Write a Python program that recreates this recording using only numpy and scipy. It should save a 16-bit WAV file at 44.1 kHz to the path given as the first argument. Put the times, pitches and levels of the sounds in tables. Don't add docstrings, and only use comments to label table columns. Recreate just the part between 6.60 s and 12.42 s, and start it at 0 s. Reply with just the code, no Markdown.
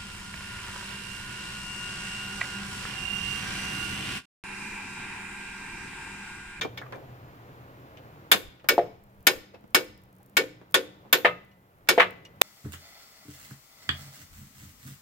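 import sys
import numpy as np
from scipy import signal
from scipy.io import wavfile
from scipy.ndimage import uniform_filter1d

SR = 44100
rng = np.random.default_rng(int(sys.argv[2]) if len(sys.argv) > 2 else 0)


def pcm_store(signal):
    levels = np.round(np.clip(np.atleast_2d(signal), -1, 1) * 32767)
    wavfile.write(sys.argv[1], SR, levels.astype(np.int16).T)


def volts(x):
    e = np.asarray(x, float) / 20
    return 10 ** e


N = 256662
HALF_SECOND = SR // 2

# (pitch [Hz], level [dB])
TRAFFIC_COLOUR = [(12, -31), (20, -23.5), (43, -11.5), (124, 5), (189, -9), (297, -3.5), (404, -6.5),
                  (465, -5), (616, -7.5), (709, -8), (1390, -12.5), (7100, -37.5), (8890, -45.5),
                  (15200, -30), (16500, -47)]
# (pitch [Hz], likeness [0-1])
TRAFFIC_SAME = [(30, .6), (70, .8), (120, 1), (500, 0.96), (1600, 0.56), (5000, 0.16), (15000, 0.28)]
# (pitch [Hz], level [dB])
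HISS_COLOUR = [(20, -47.5), (2000, -14.5), (7000, -9), (9500, -8.5), (12000, -1.5), (15500, -4.5),
               (16500, -3)]
# (time [s], air level [dB])
AIR_GAIN = [
    (0.0, -54),
    (1.66, -55.5),
    (2.0, -63.5),
    (3.9, -65),
    (4.45, -60.5),
    (5.0, -66.5),
    (5.82, -60.5),
]
# (time [s], low hum [dB], upper hum [dB])
HUMS = [(0.0, -58.5, -51), (0.5, -58.5, -78), (1.1, -62, -77), (1.65, -73.5, -69), (4.4, -70.5, -64),
        (5.1, -82, -71.5), (5.82, -76.5, -65)]

# (time [s], peak [dB])
GRIT = [(2.4384, -51), (2.4994, -60.5), (2.5482, -61), (2.6065, -51.5), (2.628, -49.5), (3.0094, -59),
        (3.0775, -57.5), (3.1059, -51), (3.3767, -49), (3.4186, -55), (3.4371, -50.5), (3.4547, -60),
        (3.5284, -52), (3.5523, -55), (3.5647, -51.5), (3.5848, -53.5), (3.5994, -64.5), (3.6304, -47.5),
        (3.6611, -45), (3.697, -48.5), (4.1028, -54), (4.111, -46), (4.123, -42), (4.4194, -63.5),
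        (4.8494, -52.5), (5.1844, -56.5), (5.5071, -39.5), (5.6716, -58), (5.7613, -57)]
# (time [s], peak [dB], pitch [Hz], time to fade 60 dB [s], ring [dB])
TAPS = [(0.049, -22.5, 520, 0.036, -24), (0.262, -46, 1193, 0.071, 7), (0.322, -38.5, 540, 0.23, 4.5),
        (0.359, -37, 674, 0.04, -21), (1.447, -49.5, 460, 0.098, -23), (2.043, -40, 565, 0.057, 2),
        (2.939, -43, 498, 0.091, 6), (3.041, -42.5, 417, 0.024, -15), (3.6, -59.5, 813, 0.08, 11.5),
        (4.014, -41.5, 465, 0.029, -13.5), (4.451, -46.5, 547.5, 0.062, -4.5)]
# (time [s], peak [dB], pitch [Hz],
# brightness [dB per octave], ring [dB])
CLINKS = [(0.2157, -32, 1780, -55, -14), (0.3243, -33, 1740, -16, -4), (1.371, -44.5, 3030, -15, -5.5),
          (1.9958, -52.5, 2650, -14, -17), (2.0436, -46.5, 1650, -11, -3.0),
          (2.9433, -48, 2610, -12.5, 3.5), (4.014, -54.5, 1630, -17, -2.5), (4.9144, -61, 2900, -6, 4),
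          (5.651, -44.5, 2890, -6, 8), (4.493, -63.5, 3050, -10, 3), (5.274, -43, 1500, -9.5, -17)]
# (time [s], level [dB])
TOUCHES = [
    (.013, -25),
    (.032, -37),
    (.05, -56),
    (.176, -59),
    (.324, -57),
    (.345, -49),
]
# (pitch [Hz], level [dB], time to fade 60 dB [s])
LOOSE_PUNCH = [(2360, -3, 0.12), (3160, -14, .2), (3580, -11, 0.11), (4950, -32, 0.17), (6500, -17.5, 0.1)]

# (time [s], peak [dB], low ring [dB], high ring [dB], clatter [dB])
KNOCKS = [
    (2.180, -6, -13.5, -38.5, -37.5),
    (2.191, -17.5, -11.5, -30.5, -45),
    (4.647, -5, -18.5, -10, -19),
    (5.378, -7.5, -11.5, -29.5, -22),
    (5.396, -7, -30, -11, -13.5),
    (5.409, -8.5, -31, -16, -20),
    (5.8145, -11.5, -15, -41, -44.5),
]
# (pitch [Hz], level [dB], time to fade 60 dB [s])
ARM_LOW = [(364.2, -15.5, 0.28), (436, -11, 0.27), (494.4, -3, 0.22), (590, -2.5, 0.19), (687, 2, 0.094),
           (805.4, -4, 0.095), (873, -18, 0.13)]
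ARM_HIGH = [(1250, -6, 0.27), (1292, -3.5, 0.18), (1710, -11, 0.15), (1754, 5.5, 0.067),
            (2020, -12.5, 0.13), (1820, 10.5, 0.033), (2082, -3, 0.18), (2650, -15.5, 0.31),
            (3070, -2.5, 0.032)]
# (pitch [Hz], level [dB])
KNOCK_CLATTER = [(120, -45.5), (200, -12.5), (434, -20.5), (961, 3.5), (2010, 5.5), (3630, -6.5),
                 (4880, -24.5), (5250, -40.5), (14500, -49), (16500, -63)]
# (pitch [Hz], level [dB])
KNOCK_TICK = [(500, -6), (4500, 0), (7000, -14), (16000, -22)]

# (time [s], peak [dB], skew [-1 on the flank to 1 on the tip], shank ring [dB], face ring [dB])
BLOWS = [(0.011, -17.5, 0.5, -47, -59), (0.031, -34, -0.76, -42, -48), (0.174, -28.5, -.3, -32, -48),
         (1.715, 1, .95, -29, -16), (2.087, -4, -0.82, -22, -19.5), (2.668, -1, -.4, -20.5, -19.5),
         (3.146, -1.5, -.5, -23.5, -27), (3.768, -3.5, -0.85, -32, -31), (4.142, -3, .9, -25, -30.5),
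         (4.527, -1.5, .15, -34, -13), (5.287, -1.5, -.3, -24, -50.5), (5.814, 1.5, 0.21, -35, -38)]
# (pitch [Hz], level [dB], time to fade 60 dB [s])
BRACKET = [(1144, -3, 0.057), (1458, -3, 0.11), (1570, -20, 0.22), (1795, 1.5, .105)]
SPRING = [(2008, 0, .85)]
PUNCH = [(2245, 0, .115), (2655, -14, .11)]
SHANK = [(4270, -14, .09), (5050, -3, .115), (6420, -8, .09)]
TIP = [(3055, -24.5, 0.13), (3365, 8, 0.048), (3590, 6, 0.094)]
COLLAR = [(5320, -2, .09), (7050, -14, .07)]
NECK = [(8740, -12, .055), (10900, -2, .07), (11600, -6, .06)]
HAMMER_FACE = [(12900, -8, .055), (14050, -2, .055), (15300, -7, .05)]
FRAME_THUD = [(306.6, -26, 0.46), (374, -1, 0.11), (462.3, -6, 0.16), (517, -10, 0.21)]
# (pitch [Hz], level [dB])
BLOW_CLATTER = [(120, -41), (200, -14.5), (1420, -5.5), (1770, -2.5), (2010, -11), (2250, -2.5),
                (4700, -11), (5160, -14.5), (5760, -18.5), (6550, -11.5), (9480, -13), (14200, -6),
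                (16500, -28)]
# (pitch [Hz], time to fade 60 dB [s])
CLATTER_FADE = [(200, 0.43), (500, 0.17), (1400, 0.11), (4000, 0.13), (10000, 0.085), (16000, 0.046)]
# (pitch [Hz], time to fade 60 dB [s])
SPACE_FADE = [(200, 0.93), (500, 0.41), (1500, 0.44), (4000, 0.58), (9000, 0.32), (16000, 0.27)]


def evened(x):
    return x / np.sqrt(np.mean(x ** 2) + 1e-20)


def read(points, hz):
    f, value = np.transpose(points)
    return np.interp(np.log(hz + 1), np.log(f + 1), value)


def add(mix, s, sound):
    part = mix[:, round(s * SR):][:, :sound.shape[1]]
    part += sound[:, :part.shape[1]]


def after(events, rise_s, fall_s):
    t = np.arange(N) / SR
    shape_s = [0, max(rise_s, .001), rise_s + fall_s]
    return np.max([np.interp(t - row[0], shape_s, [0, 1, 0]) for row in events], axis=0)


def noise(size, colour, same, t60=None, frame=256, lag=0.):
    hz = np.fft.rfftfreq(frame, 1 / SR)
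    t = np.arange(size * 4 // frame + 5) * frame / 4 / SR
    a, b, c, d = rng.standard_normal((len(t), len(hz), 4)).T
    same = np.clip(same if np.isscalar(same) else read(same, hz)[:, None], -1, 1)
    late = np.exp(-2j * np.pi * hz * lag)[:, None]
    left = a + 1j * b
    right = same * late * left + np.sqrt(1 - same ** 2) * (c + 1j * d)
    level = volts(read(colour, hz))[:, None]
    level = level / np.sqrt(np.mean(level ** 2))
    if t60:
        level = level * volts(-60 * t / read(t60, hz)[:, None])
    spectra = np.array([left, right]) * level
    return signal.istft(spectra, nperseg=frame, noverlap=frame * 3 // 4)[1][:, :size] / np.sqrt(frame)


def rattled(x, depth_db=2.0, grain=40):
    lumps = evened(uniform_filter1d(rng.standard_normal(x.shape[1]), round(grain)))
    return x * volts(depth_db * lumps - depth_db)


def ring(modes, blur_hz=28.8, rise=0.0039, swing=2.0, outer_db=-0.5, scatter=0.91, count=4):
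    t = np.arange(HALF_SECOND) / SR
    hz, db, t60 = np.repeat(modes, count, axis=0).T[:, :, None]
    tune, turn, apart = rng.uniform(-1, 1, (len(hz), 3)).T[:, :, None]
    off = np.tile(np.arange(count), len(modes))[:, None]
    member_hz = hz + blur_hz * off * np.sign(tune) * (1 + 0.56 * tune)
    phase = 2 * np.pi * member_hz * t + scatter * np.pi * turn
    fade = volts(db + outer_db * (off > 0) - 60 * t * (1 + .5 * off) / t60)
    body = fade * (1 - np.exp(-t / rise))
    lead = swing * np.sign(apart) * (0.11 + 0.81 * abs(apart))
    return np.array([(body * np.sin(phase + side * lead)).sum(0) for side in (-.5, .5)])


def breeze():
    colour = [(20, -6.5), (45, -6), (90, -6.5), (200, -32), (400, -67.0)]
    rumble = evened(noise(N, colour, same=.6, frame=4096))
    return volts(-67.0) * rattled(rumble, depth_db=7.5, grain=5700)


def drone(hz, wander_hz, memory=2500):
    pitch, swell = (evened(uniform_filter1d(v, round(memory))) for v in rng.standard_normal((2, N)))
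    tone = np.sin(2 * np.pi * np.cumsum(hz + wander_hz * pitch) / SR)
    return evened(tone * (1 + 0.29 * swell))


def air():
    t = np.arange(N) / SR
    boom = after(KNOCKS, rise_s=0.037, fall_s=0.17)
    traffic_gain = volts(np.interp(t, *np.transpose(AIR_GAIN)) + 11 * boom)
    s, *hums_db = np.transpose(HUMS)
    low_gain, upper_gain = (volts(np.interp(t, s, db) + 17.5 * boom) for db in hums_db)
    hiss_gain = volts(-74.5 - 11 * after(BLOWS[3:], rise_s=.03, fall_s=.45))
    traffic = evened(noise(N, TRAFFIC_COLOUR, TRAFFIC_SAME, frame=2048, lag=0.00034))
    traffic = traffic + volts(-36.5) * drone(7200, 39.0)
    hiss = evened(noise(N, HISS_COLOUR, 0.15, frame=512))
    hums = low_gain * volts(3.0) * drone(123.5, 2.3)
    hums = hums + upper_gain * volts(0.5) * drone(189, 12.0, memory=2400)
    return volts(2.5) * traffic_gain * traffic + volts(-1.5) * hiss_gain * hiss + hums


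def space(x, turns_hz=21.5):
    t, out = np.arange(N) / SR, np.zeros((2, N))
    colour = [(150, -3.5), (500, 3.5), (4000, -2.5), (16000, 9.5)]
    for k in range(3):
        tail = noise(HALF_SECOND, colour, .2, SPACE_FADE)
        tail = tail * (1 - np.exp(-t[:HALF_SECOND] / 0.0083))
        share = np.sqrt(2 / 3) * np.cos(2 * np.pi * (turns_hz * t + k / 3))
        out += signal.fftconvolve(x * share, tail / np.linalg.norm(tail[0]), axes=1)[:, :N]
    return out


def grit(s, db):
    colour = [(1500, -27.0), (5000, -6.5), (11000, 0.5), (15000, 2.5)]
    fade = [(1000, 0.0094), (16000, .012)]
    return s, volts(db - 2.5) * noise(1300, colour, same=0.57, t60=fade, frame=64)


def tap(s, db, hz, t60, tilt_db, ring_db):
    t60 = max(t60, .01)
    colour = [(100, -22), (hz / 2.5, -5), (hz, 0), (6000, tilt_db * np.log2(6000 / hz)),
              (16000, tilt_db * np.log2(16000 / hz) - 2.5)]
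    fade = [(200, 3.8 * t60), (16000, 0.2 * t60)]
    rattle = rattled(noise(HALF_SECOND, colour, 0.11, fade, frame=128))
    tones = ring([(hz, -6, t60), (hz * 1.98, -17, t60)], blur_hz=40.)
    return s, volts(db - 2.0) * (rattle + volts(ring_db) * tones)


def low_tap(s, db, hz, t60, ring_db):
    return tap(s, db, hz, t60, tilt_db=-12, ring_db=ring_db)


def clink(s, db, hz, tilt_db, ring_db):
    return tap(s, db, hz, t60=.07, tilt_db=tilt_db, ring_db=ring_db)


def punch_touch(s, db):
    return s, volts(db) * ring(LOOSE_PUNCH, blur_hz=15., outer_db=-15.0, count=2)


def knock(s, db, low_db, high_db, clatter_db):
    low = ring(ARM_LOW, blur_hz=5.3, swing=0.28, outer_db=-5.0, rise=0.00097, scatter=0.46)
    rings = volts(low_db + 2.5) * low + volts(high_db - 5.0) * ring(ARM_HIGH)
    clatter = rattled(noise(HALF_SECOND, KNOCK_CLATTER, 0.1, CLATTER_FADE, frame=128))
    clatter = volts(clatter_db + 19.5) * clatter * (1 - np.exp(-np.arange(HALF_SECOND) / SR / 0.0052))
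    tick = noise(HALF_SECOND, KNOCK_TICK, .5, [(1000, .05), (16000, .03)], frame=128)
    tick = volts(-24 + .3 * low_db) * tick
    spring = volts(clatter_db - 27) * ring(SPRING, count=1)
    return s, volts(db - 2) * (rings + clatter + tick + spring)


def blow_clatter(treble_db):
    hz, db = np.transpose(BLOW_CLATTER)
    colour = np.transpose([hz, db + np.interp(hz, [6000, 10000], [0, treble_db + 6.5])])
    chatter = rattled(noise(HALF_SECOND, colour, 0.11, CLATTER_FADE, frame=128, lag=.0003))
    t = np.arange(HALF_SECOND) / SR
    return volts(-0.53) * chatter * (1 - np.exp(-t / 0.0017)) * (1 + .8 * np.exp(-t / 0.0031))


def frame_thud():
    thud = ring(FRAME_THUD, blur_hz=27.6, rise=0.039, swing=0.5)
    return np.pad(thud, ((0, 0), (round(.016 * SR), 0)))[:, :HALF_SECOND]


def blow(s, db, bracket_db, punch_db, shank_db, treble_db, tip_db, collar_db, face_db, thud_db, neck_db):
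    rings = volts(bracket_db - 4.0) * (ring(BRACKET) + volts(-39.5) * ring(SPRING, count=1))
    rings += volts(punch_db + 8.0) * ring(PUNCH)
    rings += volts(shank_db + 8) * ring(SHANK, blur_hz=39.0, rise=0.002, outer_db=-3.0)
    accents = volts(tip_db - 10.5) * ring(TIP, blur_hz=38.0)
    accents += volts(collar_db + 3.0) * ring(COLLAR)
    accents += volts(face_db - 0.5) * ring(HAMMER_FACE, blur_hz=110., rise=.001, outer_db=-3.0)
    accents += volts(neck_db - 4.5) * ring(NECK, blur_hz=108.0, rise=0.00081, outer_db=-8.0)
    body = rings + blow_clatter(treble_db) + volts(thud_db) * frame_thud()
    return s, volts(db - 5.0) * body + accents


def landing(s, db, skew, shank_db, face_db):
    frame_db = max(db, -2.5)
    bracket = -11.5 - .6 * skew - 1.8 * frame_db
    thud = -15 - 0.43 * skew - 4.3 * frame_db
    punch = -24.5 - 9.5 * skew - .2 * db
    tip = -17 + 5.8 * skew + 0.61 * db
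    collar = -27.5 - 8.5 * skew + 0.99 * db
    neck = -30 + 13 * skew + .6 * db + .45 * (face_db + 25.5)
    treble = -10 - 1.5 * skew + .8 * db + .2 * (shank_db + 25)
    return blow(s, db, bracket, punch, shank_db, treble, tip, collar, face_db, thud, neck)


def scene():
    steel = np.zeros((2, N))
    for source, rows in ((grit, GRIT), (low_tap, TAPS), (clink, CLINKS), (punch_touch, TOUCHES),
                         (knock, KNOCKS), (landing, BLOWS)):
        for row in rows:
            add(steel, *source(*row))
    no_bass = signal.butter(4, 170, "high", fs=SR, output="sos")
    steel = signal.sosfilt(no_bass, steel)
    left_right = volts(np.array([[.5], [-.5]]))
    return (steel + volts(-18.5) * space(steel)) * left_right + air() + breeze()


def roll_off(x):
    return signal.sosfilt(signal.butter(12, 16850, fs=SR, output="sos"), x)


def record(dry):
    overloaded = 1.157 * np.tanh(dry / 0.83)
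    band_limit = signal.firwin(255, 16650, window=("kaiser", 9), fs=SR)
    mix = signal.oaconvolve(overloaded, band_limit[None], "same")
    return roll_off(mix)


dry = scene()
out = record(dry)
pcm_store(out)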